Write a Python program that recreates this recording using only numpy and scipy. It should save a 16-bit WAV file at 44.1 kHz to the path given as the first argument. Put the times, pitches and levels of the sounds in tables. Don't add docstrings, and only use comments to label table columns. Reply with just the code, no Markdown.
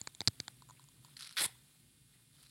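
import sys
import numpy as np
from scipy import signal
from scipy.fft import rfft, irfft, next_fast_len
from scipy.io import wavfile
from scipy.ndimage import uniform_filter1d, map_coordinates

SR = 44100
rng = np.random.default_rng(int(sys.argv[2]) if len(sys.argv) > 2 else 0)


def boost(x):
    u = np.asarray(x, float) / 20
    return 10 ** u


def master(y):
    cut = np.clip(np.atleast_2d(y).T, -1, 1)
    pcm = np.round(cut * 32767)
    wavfile.write(sys.argv[1], SR, pcm.astype(np.int16))


N = 110250
TIME = np.arange(N) / SR
TOP_HZ = 16000
SILENT_DB = -140

# f/Hz, width/Hz, level/dB
BRIGHT_MODES = [(7010, 350, 11), (8040, 230, 5)]


def unit(x):
    return x / np.sqrt(np.mean(x ** 2) + 1e-20)


def noise():
    return rng.standard_normal(N)


def along(points, hz):
    f, v = np.transpose(points)
    return np.interp(np.log(hz + 1), np.log(f + 1), v)


def curves(rows, off=None):
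    s, *columns = np.transpose(rows)
    return [np.interp(TIME, s, column, off, off) for column in columns]


def wobble(rate):
    knots = rng.standard_normal(int(N * rate / SR) + 4)
    return map_coordinates(knots, [np.arange(N) * rate / SR])


def filtered(x, response):
    m = next_fast_len(N + 8192)
    return irfft(rfft(x, m) * response(np.fft.rfftfreq(m, 1 / SR)), m)[..., :N]


def coloured(x, points):
    spectrum = boost(along(points, np.fft.rfftfreq(4096, 1 / SR)))
    cepstrum = irfft(np.log(spectrum + 1e-5))
    cepstrum[1:2048] = 2 * cepstrum[1:2048]
    cepstrum[2049:] = 0
    h = irfft(np.exp(rfft(cepstrum)))
    return signal.fftconvolve(x, h / np.linalg.norm(h))[:N]


def ringing(x, modes):
    def body(f):
        total = 0
        for k, (centre, width, db) in enumerate(modes):
            loss = 1j * f * width
            total = total + (-1) ** k * boost(db) * loss / (centre * centre - f * f + loss)
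        return total

    peak = np.abs(irfft(body(np.fft.rfftfreq(8192, 1 / SR)))).max()
    return filtered(x, body) / peak


def hits(times, level_db):
    return np.bincount((times * SR).astype(int), boost(level_db), N)


def grains(rate, spread_db):
    chance, sign, size = rng.random((3, N))
    sizes = boost(-spread_db * np.log(size + 0.0029))
    return unit((chance < rate / SR) * np.sign(sign - .5) * sizes)


def patchy(x, size, db):
    z = signal.stft(x, nperseg=size)[2]
    field = uniform_filter1d(rng.standard_normal(z.shape), size=5, axis=0)
    field = uniform_filter1d(field, size=3, axis=1)
    return signal.istft(z * boost(db * unit(field)), nperseg=size)[1][:N]


def background():
    # t/s, level/dB
    rumble_level = [(0, -69.5), (.7, -70), (1.0, -69), (1.3, -70), (1.9, -73), (2.4, -71)]
    # f/Hz, level/dB per Hz
    rumble_colour = [(25, -33.5), (54, -4.5), (86, -14), (134, 2.5), (172, -11.5), (260, -15), (500, -30.5),
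                     (1000, -69)]
    # f/Hz, level/dB per Hz
    hiss_colour = [(300, -15.5), (1500, -14), (6200, -7), (9500, -7.5), (13500, -12), (16000, -7.5)]
    hum_hz, hum_db, hiss_db = 258, -83, -77
    level_db, = curves(rumble_level)
    rumble = boost(level_db + 3 + 2.0 * wobble(5.78)) * unit(coloured(noise(), rumble_colour))
    hum_phase = 2 * np.pi * hum_hz * TIME + .6 * wobble(12)
    hum = boost(hum_db + 1.7 * wobble(3.76)) * np.sin(hum_phase)
    return rumble + hum + boost(hiss_db) * coloured(noise(), hiss_colour)


def buzz():
    # f/Hz, level/dB
    buzz_colour = [(500, -31.5), (1500, -5), (4000, -2), (9000, 0), (12000, 2), (15000, -20)]
    frame_hz, level_db = 59.849, -72
    step_s, first_s, wide_s = .003275, -.00034, .00016
    hz = frame_hz * np.arange(1, int(TOP_HZ / frame_hz))
    starts = first_s + step_s * np.arange(5)
    five = np.exp(-2j * np.pi * hz[:, None] * starts).sum(1)
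    edges = 1 - np.exp(-2j * np.pi * hz * wide_s)
    lines = five * edges * boost(along(buzz_colour, hz))
    frame = irfft(np.r_[0, lines], 8192)
    return boost(level_db) * unit(np.interp(TIME * frame_hz % 1, np.arange(8192) / 8192, frame))


def foam():
    # t/s, level/dB
    foam_level = [(0, -67.5), (.6, -70.5), (.95, -72), (1.15, -70), (1.5, -69), (1.72, -70.5),
                  (1.95, -76.5), (2.3, -73.5), (2.46, -69.5)]
    # f/Hz, level/dB per Hz
    fizz_colour = [(180, -34), (300, -9), (961, -5.5), (2400, -5.5), (2880, -5.5), (3580, 0.5),
                   (5900, -10.5), (9390, -1), (16000, -13)]
    # t/s, level/dB, f/Hz, length/s
    squishes = [
        (0.505, -63, 3450, 0.0013),
        (0.586, -75.5, 4100, 0.0041),
        (0.766, -73.5, 2180, 0.012),
        (1.124, -73, 3750, 0.0073),
        (2.164, -77, 2010, .02),
    ]
    sway_db = 1.3
    level_db, = curves(foam_level)
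    pops = patchy(grains(4000, spread_db=2.0) + 0.63 * noise(), size=256, db=2.5)
    sway = sway_db * (wobble(17) + wobble(81))
    out = boost(level_db + sway + 1.0) * unit(coloured(pops, fizz_colour))
    for s, db, hz, length in squishes:
        swell = np.exp(-((TIME - s) / length) ** 2 + .5 * wobble(150))
        wet = filtered(pops, lambda f: np.exp(-(np.log(f / hz + 1e-9) / 0.3) ** 2))
        out = out + boost(db) * swell * unit(wet)
    return out


def bursts(times, gains, lengths, count):
    fade = .54
    u = rng.random((len(times), count, 2))
    late = u[..., 0] * (np.arange(count) > 0)
    at = (np.asarray(times)[:, None] + np.asarray(lengths)[:, None] * late) * SR
    size = np.asarray(gains)[..., None] * (0.65 + 0.45 * u[..., 1])
    size = size * (1 - fade * late) * (-1.) ** np.arange(count)
    return [np.bincount(at.astype(int).ravel(), g.ravel(), N) for g in size]


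def shell(x, hz):
    wide = [(hz, 1490, 0)]
    narrow = [(hz * 0.93, 260, 0)]
    return ringing(ringing(x, wide), wide) + boost(-13) * ringing(x, narrow)


def creaks():
    # t/s, peak/dB, shell f/Hz, bright ring/dB, hollow ring/dB
    creak_events = [
        (0.0141, -38.5, 4400, 9.5, -5.5),
        (0.0727, -31, 4340, 3, -1),
        (0.1492, -46, 3700, 7, -4.5),
        (0.206, -25.5, 3690, -2, -6),
        (.216, -35, 4400, -17, 3),
        (.275, -14.5, 4630, -12, -6.5),
        (0.28, -12, 4440, -8.5, -17),
        (0.401, -26.5, 4520, -1.5, -6),
        (0.4803, -34, 4100, 0.5, -4.5),
        (0.2817, -22.5, 4500, -8, -20),
    ]
    slip_lengths = [.002, .0025, .001, .0012, .002, .0002, .0002, .0028, .0018, .0003]
    # bright f/Hz, middle hollow level/dB, upper hollow level/dB, crack level/dB
    creak_tones = [(7000, -3.5, 0.5, -18), (7000, -0.5, -2.5, -18), (7100, -1, 2, -13),
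                   (6220, -6.5, 2, -14), (7000, -8, -3, -24), (7000, 0, 3, -20), (7500, 0, 3, -9.5),
                   (6200, -3.5, 4, -15), (6970, 4, 0.5, -18), (6892, 0.5, -0.5, -25)]
    # f/Hz, width/Hz
    hollow_modes = [(810, 240), (1420, 260), (2250, 498.5)]
    crack_t60 = 0.0056
    s, db = np.transpose(creak_events)[:2]
    slips = bursts(s, boost(db - 200 * (1 - np.eye(len(s)))), slip_lengths, count=4)
    decay = boost(-60 * np.arange(SR // 20) / SR / crack_t60)
    out = 0
    for x, event, tone in zip(slips, creak_events, creak_tones):
        hz, bright_db, hollow_db = event[2:]
        top_hz, middle_db, upper_db, crack_db = tone
        bright = ringing(x, [(top_hz, *BRIGHT_MODES[0][1:]), BRIGHT_MODES[1]])
        hollow = ringing(x, np.c_[hollow_modes, [0, middle_db, upper_db]])
        crack = signal.fftconvolve(np.abs(x), decay)[:N] * noise()
        out = out + boost(-8) * shell(x, hz) + boost(bright_db) * bright
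        out = out + boost(hollow_db) * hollow + boost(crack_db) * crack
    return out


def ticks():
    # t/s, peak/dB, bright ring/dB, hollow ring/dB
    tick_events = [
        (0.6217, -47, -17.5, -4),
        (.689, -59, -6, 4),
        (.698, -55.5, -4, 5.5),
        (.708, -57.5, 1, 7),
        (0.7958, -54.5, -11.5, -1),
        (0.8408, -63, -5, -4),
        (0.887, -53.5, -7.5, -9.5),
        (0.982, -74, -15, 3),
        (1.048, -50, -12, -4),
        (1.0833, -59.5, -21.5, -3),
    ]
    # f/Hz, width/Hz, level/dB
    box_modes = [(997, 92, 3.5), (1460, 210, -13.5)]
    s, db, bright_db, box_db = np.transpose(tick_events)
    slip_s = s * 0 + 0.0013
    body, bright = bursts(s, boost([db, db + bright_db + 14]), slip_s, count=3)
    box = ringing(hits(s, db + box_db + 1), box_modes)
    return boost(-9) * shell(body, 4520) + ringing(bright, BRIGHT_MODES) + box


def thumps():
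    # t/s, thump/dB, knock/dB
    rocks = [
        (0.0146, -42.5, -44),
        (.073, -47, -40),
        (.2062, -38, -28),
        (0.2158, -45, -32.5),
        (0.2752, -22, -25),
        (0.2841, -26.5, -42),
        (0.401, -36, -31.5),
        (0.481, -51, -39.5),
        (1.417, -52, -44),
        (1.461, -41.5, -54),
    ]
    s, thump_db, knock_db = np.transpose(rocks)
    thump = ringing(hits(s, thump_db), [(104, 65, 0)])
    return thump - ringing(hits(s, knock_db), [(350, 320, 0)])


def mount():
    rattle = filtered(creaks() + ticks(), lambda f: 1 / (1 + 1j * f / 12400) ** 4)
    return rattle + filtered(thumps(), lambda f: 1 / (1 + 1j * f / 510) ** 2)


def room(x):
    # f/Hz, t60/s
    room_t60 = [(200, 0.083), (2000, 0.32), (10000, 0.17)]
    hz, t, z = signal.stft(rng.standard_normal(SR // 2), SR, nperseg=256)
    fading = z * boost(-60 * t / along(room_t60, hz)[:, None])
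    tail = signal.istft(fading, SR, nperseg=256)[1]
    return signal.fftconvolve(x, tail / np.linalg.norm(tail))[:N]


def breaks(rows, t60, gain_db):
    s, db, bright_db = np.transpose(rows)
    decay = boost(gain_db - 60 * np.arange(SR // 30) / SR / t60)
    coarse_shape = signal.fftconvolve(hits(s, db), decay)[:N]
    bright_shape = signal.fftconvolve(hits(s, db + bright_db), decay)[:N]
    clicks = grains(14000, spread_db=1.5)
    return coarse_shape * clicks, bright_shape * unit(clicks + .6 * noise())


def clumps(rate, db):
    return boost(db * wobble(rate))


def stretching():
    # t/s, level/dB
    strain_level = [
        (1.15, -84),
        (1.17, -59),
        (1.184, -64.5),
        (1.205, -53),
        (1.24, -57.5),
        (1.272, -55),
        (1.29, -60),
        (1.355, -69.5),
    ]
    # t/s, level/dB
    grip_level = [(2.33, -85), (2.38, -72), (2.465, -68.5), (2.5, -72)]
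    # f/Hz, level/dB per Hz
    weave_colour = [(290, -84), (500, -41), (1330, -6), (2920, -8.5), (4170, 0.5), (5160, -3.5),
                    (6760, -15), (10100, -8), (15000, -45)]
    strain = boost(curves(strain_level, SILENT_DB)[0]) + boost(curves(grip_level, SILENT_DB)[0])
    creep = strain * unit(clumps(350, db=3.5) * grains(3500, spread_db=3.0))
    return coloured(patchy(creep, size=128, db=3.0), weave_colour)


def shaking():
    # t/s, level/dB
    jolt_level = [(1.37, -70), (1.41, -47.5), (1.46, -50), (1.475, -71), (1.5, -65)]
    # f/Hz, level/dB per Hz
    shake_colour = [(50, -12), (120, -7), (280, -5), (500, -7.5), (1000, -1.5), (2000, -46)]
    return boost(curves(jolt_level, SILENT_DB)[0]) * coloured(noise(), shake_colour)


def tearing():
    # t/s, level/dB, bright share/dB
    fibre_snaps = [(1.1389, -59.5, -2), (1.1669, -49, -5), (1.1687, -47, -5), (1.1704, -45, -6),
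                   (1.1759, -51, 0), (1.1797, -56, 0), (1.1827, -54, -2), (1.1924, -45, -2),
                   (1.1965, -45, -2), (1.2008, -38, -13), (1.2082, -36.5, -9), (1.2101, -42, -9),
                   (1.2139, -43, -10), (1.2166, -48, -9), (1.2211, -49, -2), (1.2231, -40, -3),
                   (1.2264, -48, -12), (1.23, -44, -5), (1.2323, -50, -4), (1.2364, -48, -6),
                   (1.2394, -51, -7), (1.2442, -49, -7), (1.2456, -46, -12), (1.249, -41.5, -6),
                   (1.2507, -47, -7), (1.2624, -54, -2), (1.2653, -48, -7), (1.2683, -38.5, -15),
                   (1.2722, -37, -10), (1.2743, -43, -3), (1.2929, -42, -11), (1.3044, -54, -7),
                   (1.31, -40, -10), (1.3158, -51, -4), (1.3256, -46, -2.5), (1.3627, -42, -4.5),
                   (2.3587, -66, -3), (2.3673, -59, -6), (2.4289, -59, 5), (2.4315, -51.5, -7),
                   (2.4384, -54, -7), (2.4518, -63, -3), (2.4631, -48, -11), (2.4684, -50, -6),
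                   (2.4955, -63, 3)]
    # t/s, level/dB, bright share/dB
    bundle_tears = [(1.3732, -30, -9), (1.3771, -27.5, -9), (1.3801, -25.5, -16), (1.3838, -25, -8),
                    (1.3867, -25.5, -11), (1.3919, -28, -10), (1.3944, -29, -4), (1.3984, -30, -5),
                    (1.4031, -28.5, -13), (1.4061, -36, 7), (1.409, -29, -5), (1.4104, -30, 0),
                    (1.4136, -32, -9), (1.4164, -27.5, 1), (1.4185, -32.5, -5), (1.4211, -33, 5),
                    (1.4231, -36, 2), (1.4251, -34, 4), (1.4272, -36.5, 4), (1.4291, -41, 8),
                    (1.4351, -39, 10), (1.4384, -33, 4), (1.4405, -33.5, 10), (1.4426, -29, -2),
                    (1.4469, -31, 2), (1.4509, -37.5, 5), (1.4522, -34.5, 0), (1.4552, -34, 4),
                    (1.4578, -35, 1), (1.461, -32.5, 1)]
    # t/s, level/dB, bright share/dB
    rip_level = [
        (1.366, -75, -10),
        (1.3685, -39, -7),
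        (1.372, -43, -10),
        (1.385, -35, -12),
        (1.4, -38, -5),
        (1.422, -40.5, 3),
        (1.444, -43, 6),
        (1.461, -42.5, 5),
        (1.464, -71, 1),
    ]
    # f/Hz, level/dB per Hz
    snap_colour = [(500, -37), (1300, -8), (2700, -8), (4100, -1), (5300, -4.5), (9000, -40)]
    pad_colour = [(400, -30.5), (900, -18), (1500, -3), (2300, -5), (2850, -10), (3500, -1), (5000, -5.5),
                  (7500, -26.5)]
    fibre_colour = [(4500, -34), (6700, -12.5), (7600, -2), (10800, 0.5), (12200, -10), (16000, -30)]
    rip_db, thin_db = curves(rip_level, SILENT_DB)
    crackle = grains(7000, spread_db=2) + .4 * noise()
    rip = unit(patchy(clumps(350, db=1.5) * crackle, size=128, db=1))
    fine = unit(clumps(450, db=2.5) * grains(9000, spread_db=0) + 0.84 * rip)
    snaps, thin_snaps = breaks(fibre_snaps, t60=0.0067, gain_db=-1)
    tears, thin_tears = breaks(bundle_tears, t60=0.012, gain_db=-4)
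    coarse = coloured(snaps, snap_colour) + coloured(boost(rip_db) * rip + tears, pad_colour)
    thin = coloured(boost(rip_db + thin_db) * fine + thin_snaps + thin_tears, fibre_colour)
    return stretching() + shaking() + coarse + thin


def scene():
    pad = tearing()
    echo = boost(-16.5) * room(pad)
    return (background() + buzz() + foam() + mount() + echo + pad)[None]


def band_limit(x):
    return signal.sosfilt(signal.butter(12, 16490, fs=SR, output="sos"), x)


def record(dry):
    low_hz = 47.7
    band = lambda hz: (hz < TOP_HZ) * (1j * hz / (low_hz + 1j * hz)) ** 2
    return band_limit(filtered(dry, band))


dry = scene()
out = record(dry)
master(out)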